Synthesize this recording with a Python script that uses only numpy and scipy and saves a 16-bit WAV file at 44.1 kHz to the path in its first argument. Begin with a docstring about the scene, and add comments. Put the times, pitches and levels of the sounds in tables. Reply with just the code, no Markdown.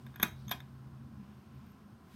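"""Chain beads tick over a metal collar, close by in a small room: a ceiling light's pull switch is tugged.
The ratchet snaps over, then springs back as the chain is let go. Each contact rings the small metal
parts, knocks the housing and leaves the glass shades singing faintly; the hardest snaps thump the mount.
A short echo follows. Underneath sit soft handling sounds, thin squeaks, a low room drone and faint hiss."""
import sys
import numpy as np
from scipy import signal
from scipy.fft import rfft, irfft
from scipy.io import wavfile
from scipy.ndimage import uniform_filter1d

SR = 44100
rng = np.random.default_rng(int(sys.argv[2]) if len(sys.argv) > 2 else 0)


def master(y):
    """Save y as 16-bit WAV."""
    cut = np.clip(np.atleast_2d(y).T, -1, 1)
    pcm = np.round(cut * 32767)  # scale
    wavfile.write(sys.argv[1], SR, pcm.astype(np.int16))


N = 94815
TIME = np.arange(N) / SR

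# Mode, spectrum and hit levels are relative: they set the balance and stack with other gains.
# switch contacts: t/s, knock level/dB, knock treble/dB, low, middle and high ring level/dB, high ring f/Hz
CONTACTS = [ (0.0651, -27.5, -5, -27.5, -40.5, -33, 12800), (0.1409, -29.5, -25, -32, -38, -54, 12700),
            (0.159, -23, -10, -26, -22, -19, 12500), (0.1985, -12.5, -14, -20, -15, -19, 12520),
            (0.2140, -37.5, -13, -25.5, -37, -39, 13100), (0.2183, -23, -4, -24.5, -14, -23, 12660),
            (0.2272, -9, 8, -8, -14, 2, 12300), (0.2293, 2, -1, 8.5, 12.5, 11.5, 12740),
            (0.2316, -5, 11, 0.5, -2, -4, 12670), (0.4807, -27.5, -8, -19.5, -6.5, -26, 12840),
            (0.4932, -24, 6, -18, -19, -16, 12900), (0.5097, -29, -2, -7, -13, -14, 13000),
            (0.5131, -2.5, -1, -5.5, -13, -5, 12220), (0.519, -9, -6.5, -3, -13, -7, 13100),
            (0.6027, -24.5, -6, -17.5, -20.5, -36, 12800)]
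# chain and collar modes, grouped as low, middle and high ring: f/Hz, level/dB, t60/s
METAL_MODES = [
    [(3601, -23.5, 0.02), (3705, -31.5, 0.02096), (3940, -42, .02)],
    [(6333, -32.5, 0.01393), (6486, -37, .014), (7410, -49.5, .012)],
    [(12340, -30.5, 0.0069), (12600, -20.5, 0.013), (13110, -25.5, 0.0091), (14240, -37, .01)],
]
# bead chatter while the chain is taut: centre t/s, half length/s, level/dB
CHATTER_SWELLS = [(0.17, 0.02, -52), (0.215, 0.024, -34.5), (0.485, 0.015, -37.5), (0.521, 0.012, -19)]
# tone of the chatter: low, middle and high ring level/dB
CHATTER_RING_DB = [2, -5, -7]
# echo send of the near, fairly dry chain: low, middle and high ring level/dB
RING_SEND_DB = [-13, -6.5, -13]
# housing and lamp arm modes: f/Hz, level/dB, t60/s
HOUSING_MODES = [(600, -51, .1), (825, -47.5, 0.12), (984, -45.5, .19), (1067, -43, .08),
                 (1264, -47.5, 0.18), (1447, -42, .11), (1543, -50, 0.17), (1657, -39, 0.043),
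                 (1835, -48, 0.2), (2086, -45.5, 0.078), (2150, -43.5, 0.077), (2240, -49.5, .09),
                 (2493, -45.5, 0.16), (3205, -50.5, 0.094)]
# dry crack of a knock: f/Hz, level/dB
CRACK_SPECTRUM = [(300, -10.5), (520, -15.5), (690, -5), (880, -1), (1070, 3), (1340, -2.5), (1670, 7.5),
                  (1970, -6), (2240, 1), (2900, -12), (3550, -5), (4500, -18), (5200, -9), (7000, -15.5),
                  (9500, -20), (11900, -5.5), (14200, -13.5), (15600, -16)]
# jolts of the whole fixture: t/s, level/dB
JOLTS = [(0.2, -36.5), (0.2315, -26.5), (0.5145, -37.5)]
# ceiling mount modes: f/Hz, level/dB, t60/s
MOUNT_MODES = [(195.6, -5, 0.078), (223.4, -8.5, 0.138), (318, -14, 0.053), (385, -21, 0.13)]
# glass shade modes: f/Hz, level/dB, t60/s
SHADE_MODES = [(2860, -58.5, 0.2025), (3600, -57, .25), (3830, -54.5, 0.26), (4274, -59, 0.17),
               (6740, -70, 0.26)]
# colour of the room's echo: f/Hz, level/dB
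ECHO_SPECTRUM = [(200, -5), (600, -1.5), (1500, -8), (2600, -3.5), (3300, 0.5), (3850, -7), (4600, -3),
                 (6500, -4), (9000, -0.5), (12700, -9), (15500, -3)]
# handling bumps: t/s, f/Hz, level/dB
BUMPS = [(0.466, 132, -40), (0.863, 133.4, -43.5), (1.925, 114.4, -45.5)]
# chain sliding through the fingers: centre t/s, half length/s, level/dB
SLIDE_SWELLS = [(0.16, 0.013, -79.5), (0.416, 0.072, -72)]
# colour of the slide: f/Hz, level/dB
SLIDE_SPECTRUM = [(1000, -20.5), (2500, -8), (3700, 4.5), (5400, 1), (7000, -16), (9300, -6), (11000, -15),
                  (15000, -12.5)]
# hand rustles: centre t/s, half length/s, level/dB
RUSTLE_SWELLS = [(1.3, 0.16, -75.5), (1.64, 0.18, -75)]
# colour of the rustle: f/Hz, level/dB
RUSTLE_SPECTRUM = [(500, -14), (1400, -2.5), (2000, 1), (2800, 2), (4000, -9), (5500, -7.5), (8000, -22)]
# thin squeaks: start t/s, length/s, start f/Hz, end f/Hz, level/dB
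SQUEAKS = [(1.32, .14, 13150, 12140, -83), (1.521, .11, 14000, 14000, -84),
           (1.645, 0.1, 13600, 12200, -73.5)]
# low room resonances: f/Hz, half width/Hz
DRONE_BANDS = [(80, 15), (132, 3.5), (213, 25)]
# drone fader moves: t/s, then level/dB for each band
DRONE_LEVELS = [(0, -63, -52.5, -54), (0.35, -53, -52, -64), (0.48, -60, -47.5, -49.5),
                (0.6, -59.5, -54, -59.5), (0.95, -60, -50.5, -58), (1.2, -58, -56, -50),
                (1.38, -71, -60.5, -60), (1.579, -54, -54, -55.5), (1.8, -69.5, -75, -58.5),
                (2.15, -63.5, -70.5, -59.5)]
# colour of the room air: f/Hz, level/dB
AIR_SPECTRUM = [(25, -16), (55, -7), (100, 3), (260, -4), (360, -5), (510, -14.5), (660, -14), (810, -10.5),
                (890, -17), (1030, -7), (1200, -15.5), (1300, -12.5), (1500, -15), (1850, -23),
                (2300, -28.5), (2750, -27.5), (4000, -32), (5400, -31), (6000, -37), (6400, -33),
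                (7400, -43), (8500, -34.5), (10300, -42.5), (13200, -37), (15200, -41.5)]
# colour of the hiss: f/Hz, level/dB
HISS_SPECTRUM = [(300, -24), (1500, 0.5), (2800, 0), (5000, -4.5), (7000, -9.5), (9000, -8), (11000, -12),
                 (13500, -7.5), (16000, -16)]
# hiss fader moves: t/s, level/dB
HISS_LEVELS = [(0, -72.5), (0.65, -75.5), (1.05, -78), (1.6, -77), (1.85, -78.5), (2.03, -78.5),
               (2.15, -65.5)]


def chain(beads_per_s=1100, scatter_db=4, chatter_tuning=0.91, high_ring_hz=12620):
    """Chattering beads and switch contacts ring the metal; one row each for low, middle and high ring."""
    beads = (rng.random(N) < beads_per_s / SR) * rng.choice([-1, 1], N)
    beads = beads * from_db(scatter_db * rng.standard_normal(N)) * swells(CHATTER_SWELLS)
    rings = np.array([from_db(db) * signal.fftconvolve(beads, metal_ping(modes, chatter_tuning))[:N]
                      for modes, db in zip(METAL_MODES, CHATTER_RING_DB)])
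    for s, _, _, *ring_db, high_hz in CONTACTS:
        start = round(s * SR)
        for k, tuning in enumerate((1, 1, high_hz / high_ring_hz)):  # only the high ring is retuned
            ping = from_db(ring_db[k]) * metal_ping(METAL_MODES[k], tuning)
            rings[k, start:start + len(ping)] += ping
    return rings


def metal_ping(modes, tuning, rise_s=0.00096):
    """One hit on a group of metal modes: damped sines that swell over the moment of contact."""
    t = TIME[:3000]
    ping = sum((-1) ** k * from_db(db - 60 * t / t60) * np.sin(2 * np.pi * hz * tuning * t)
               for k, (hz, db, t60) in enumerate(modes))
    return ping * (1 - np.exp(-t / rise_s))


def housing(scatter_db=2, crack_db=-25, crack_rise_s=0.00024, shelf_hz=3740):
    """Every contact strikes the housing's modes and adds a dry crack, dull or bright."""
    times, knock_db, treble_db = np.transpose(CONTACTS)[:3]
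    out = np.zeros(N)
    for k, (hz, db, t60) in enumerate(HOUSING_MODES):
        knocks = clicks(times, knock_db + db + scatter_db * rng.standard_normal(len(times)))
        out += (-1) ** k * ring(knocks, hz, t60)
    for start, db, treble in zip((times * SR).astype(int), knock_db, treble_db):
        colour = [(hz, level + treble / (1 + (shelf_hz / hz) ** 4)) for hz, level in CRACK_SPECTRUM]
        crack = from_db(crack_db + db) * dying_noise(colour, t60=0.042, slope=0.23, size=4096)
        attack = 1 - np.exp(-TIME[:len(crack)] / crack_rise_s)
        out[start:start + len(crack)] += crack * attack
    return out


def mount():
    """The hardest snaps thump the fixture against the ceiling."""
    jolts = clicks(*np.transpose(JOLTS))
    return sum(from_db(db) * ring(jolts, hz, t60) for hz, db, t60 in MOUNT_MODES)


def shades():
    """The glass shades pick up each knock and ring on faintly."""
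    knocks = clicks(*np.transpose(CONTACTS)[:2])
    return sum(from_db(db) * ring(knocks, hz, t60) for hz, db, t60 in SHADE_MODES)


def room_echo(send, return_db=-8.5, predelay_s=0.0013, build_s=0.0022):
    """A short diffuse tail builds up just behind the direct sound."""
    tail = dying_noise(ECHO_SPECTRUM, t60=0.26, slope=0.08, size=24000)
    tail *= np.clip((TIME[:len(tail)] - predelay_s) / build_s, 0, 1)
    return from_db(return_db) * signal.fftconvolve(send, tail / np.linalg.norm(tail))[:N]


def bumps(rise_s=0.0066):
    """Dull handling thuds that swell and die within a few cycles."""
    out = 0
    for s, hz, db in BUMPS:
        age = np.maximum(TIME - s, 0)
        envelope = age / rise_s * np.exp(1 - age / rise_s)
        out += from_db(db) * envelope * np.sin(2 * np.pi * hz * age)
    return out


def friction():
    """Soft rubbing noise from the running chain and the moving hand."""
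    return noise(SLIDE_SPECTRUM) * swells(SLIDE_SWELLS) + noise(RUSTLE_SPECTRUM) * swells(RUSTLE_SWELLS)


def squeaks(waver_hz=89):
    """Three faint, very high, wavering whistles; the first and last sag in pitch as they end."""
    lowpass = signal.butter(2, waver_hz, fs=SR, output="sos")
    out = 0
    for s, length, start_hz, end_hz, db in SQUEAKS:
        progress = np.clip((TIME - s) / length, 0, 1)
        waver = rms_one(signal.sosfilt(lowpass, rng.standard_normal(N)))
        phase = 2 * np.pi * np.cumsum(start_hz + (end_hz - start_hz) * progress ** 3) / SR
        out += from_db(db) * np.sin(np.pi * progress) * waver * np.sin(phase)
    return out


def drone():
    """Low room resonances: three narrow noise bands, each riding its own fader."""
    times, *faders = np.transpose(DRONE_LEVELS)
    hz = np.fft.rfftfreq(N, 1 / SR)
    out = 0
    for (centre_hz, half_width_hz), db in zip(DRONE_BANDS, faders):
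        band = irfft(rfft(rng.standard_normal(N)) / (1 + ((hz - centre_hz) / half_width_hz) ** 2), N)
        levelled = band / np.sqrt(uniform_filter1d(band ** 2, size=8000))
        out += levelled * from_db(np.interp(TIME, times, db))
    return out


def room_tone(air_db=-60):
    """A steady bed of air, and a faint hiss that swells at the end."""
    hiss_gain = from_db(np.interp(TIME, *np.transpose(HISS_LEVELS)))
    return from_db(air_db) * noise(AIR_SPECTRUM) + hiss_gain * noise(HISS_SPECTRUM)


def from_db(db):
    """Decibels to gain."""
    return 10 ** (np.asarray(db) / 20)


def rms_one(x):
    """Scale to an rms of 1."""
    return x / np.sqrt(np.mean(x ** 2) + 1e-20)


def swells(rows):
    """Bell-shaped rises and falls of gain."""
    return sum(from_db(db) * np.exp(-((TIME - s) / half) ** 2) for s, half, db in rows)


def clicks(times, db):
    """One impulse per hit."""
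    out = np.zeros(N)
    np.add.at(out, np.round(times * SR).astype(int), from_db(db))
    return out


def ring(hits, hz, t60):
    """One resonant mode: a unit click starts a decaying sine of height 1."""
    decay, step = from_db(-60 / (t60 * SR)), 2 * np.pi * hz / SR
    return signal.lfilter([0, np.sin(step)], [1, -2 * decay * np.cos(step), decay ** 2], hits + 1e-18)


def noise(spectrum, size=N):
    """Noise of rms 1, coloured by an EQ curve drawn on a log-frequency axis."""
    hz = np.fft.rfftfreq(size, 1 / SR)
    curve_hz, curve_db = np.transpose(spectrum)
    eq = from_db(np.interp(np.log(hz + 1e-9), np.log(curve_hz), curve_db))
    return rms_one(irfft(rfft(rng.standard_normal(size)) * eq, size))


def dying_noise(spectrum, t60, slope, size):
    """A noise burst whose half-octave bands die faster towards the treble; t60 is in seconds at 1 kHz."""
    bins, hz = rfft(noise(spectrum, size)), np.fft.rfftfreq(size, 1 / SR)
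    edges = np.geomspace(140, 18000, 15)
    out = np.zeros(size)
    for low, high in zip(edges, edges[1:]):
        band = irfft(bins * ((hz >= low) & (hz < high)), size)
        band_t60 = t60 * (np.sqrt(low * high) / 1000) ** -slope
        out += band * from_db(-60 * TIME[:size] / band_t60)
    return out


def scene():
    """The mono mix: the switch up front, its echo behind, the background below."""
    metal = chain()
    body = housing() + shades() + mount()
    echo = room_echo(body + from_db(RING_SEND_DB) @ metal)
    background = friction() + squeaks() + bumps() + drone() + room_tone()
    return (metal.sum(axis=0) + body + echo + background)[None]


def record(dry):
    """The microphone drops the deep bass, and the top is cut steeply."""
    low_cut_hz, high_cut_hz = 42, 15800
    thinned = signal.sosfilt(signal.butter(2, low_cut_hz, "high", fs=SR, output="sos"), dry)
    return signal.sosfilt(signal.ellip(10, .2, 80, high_cut_hz, fs=SR, output="sos"), thinned)


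dry = scene()
out = record(dry)
master(out)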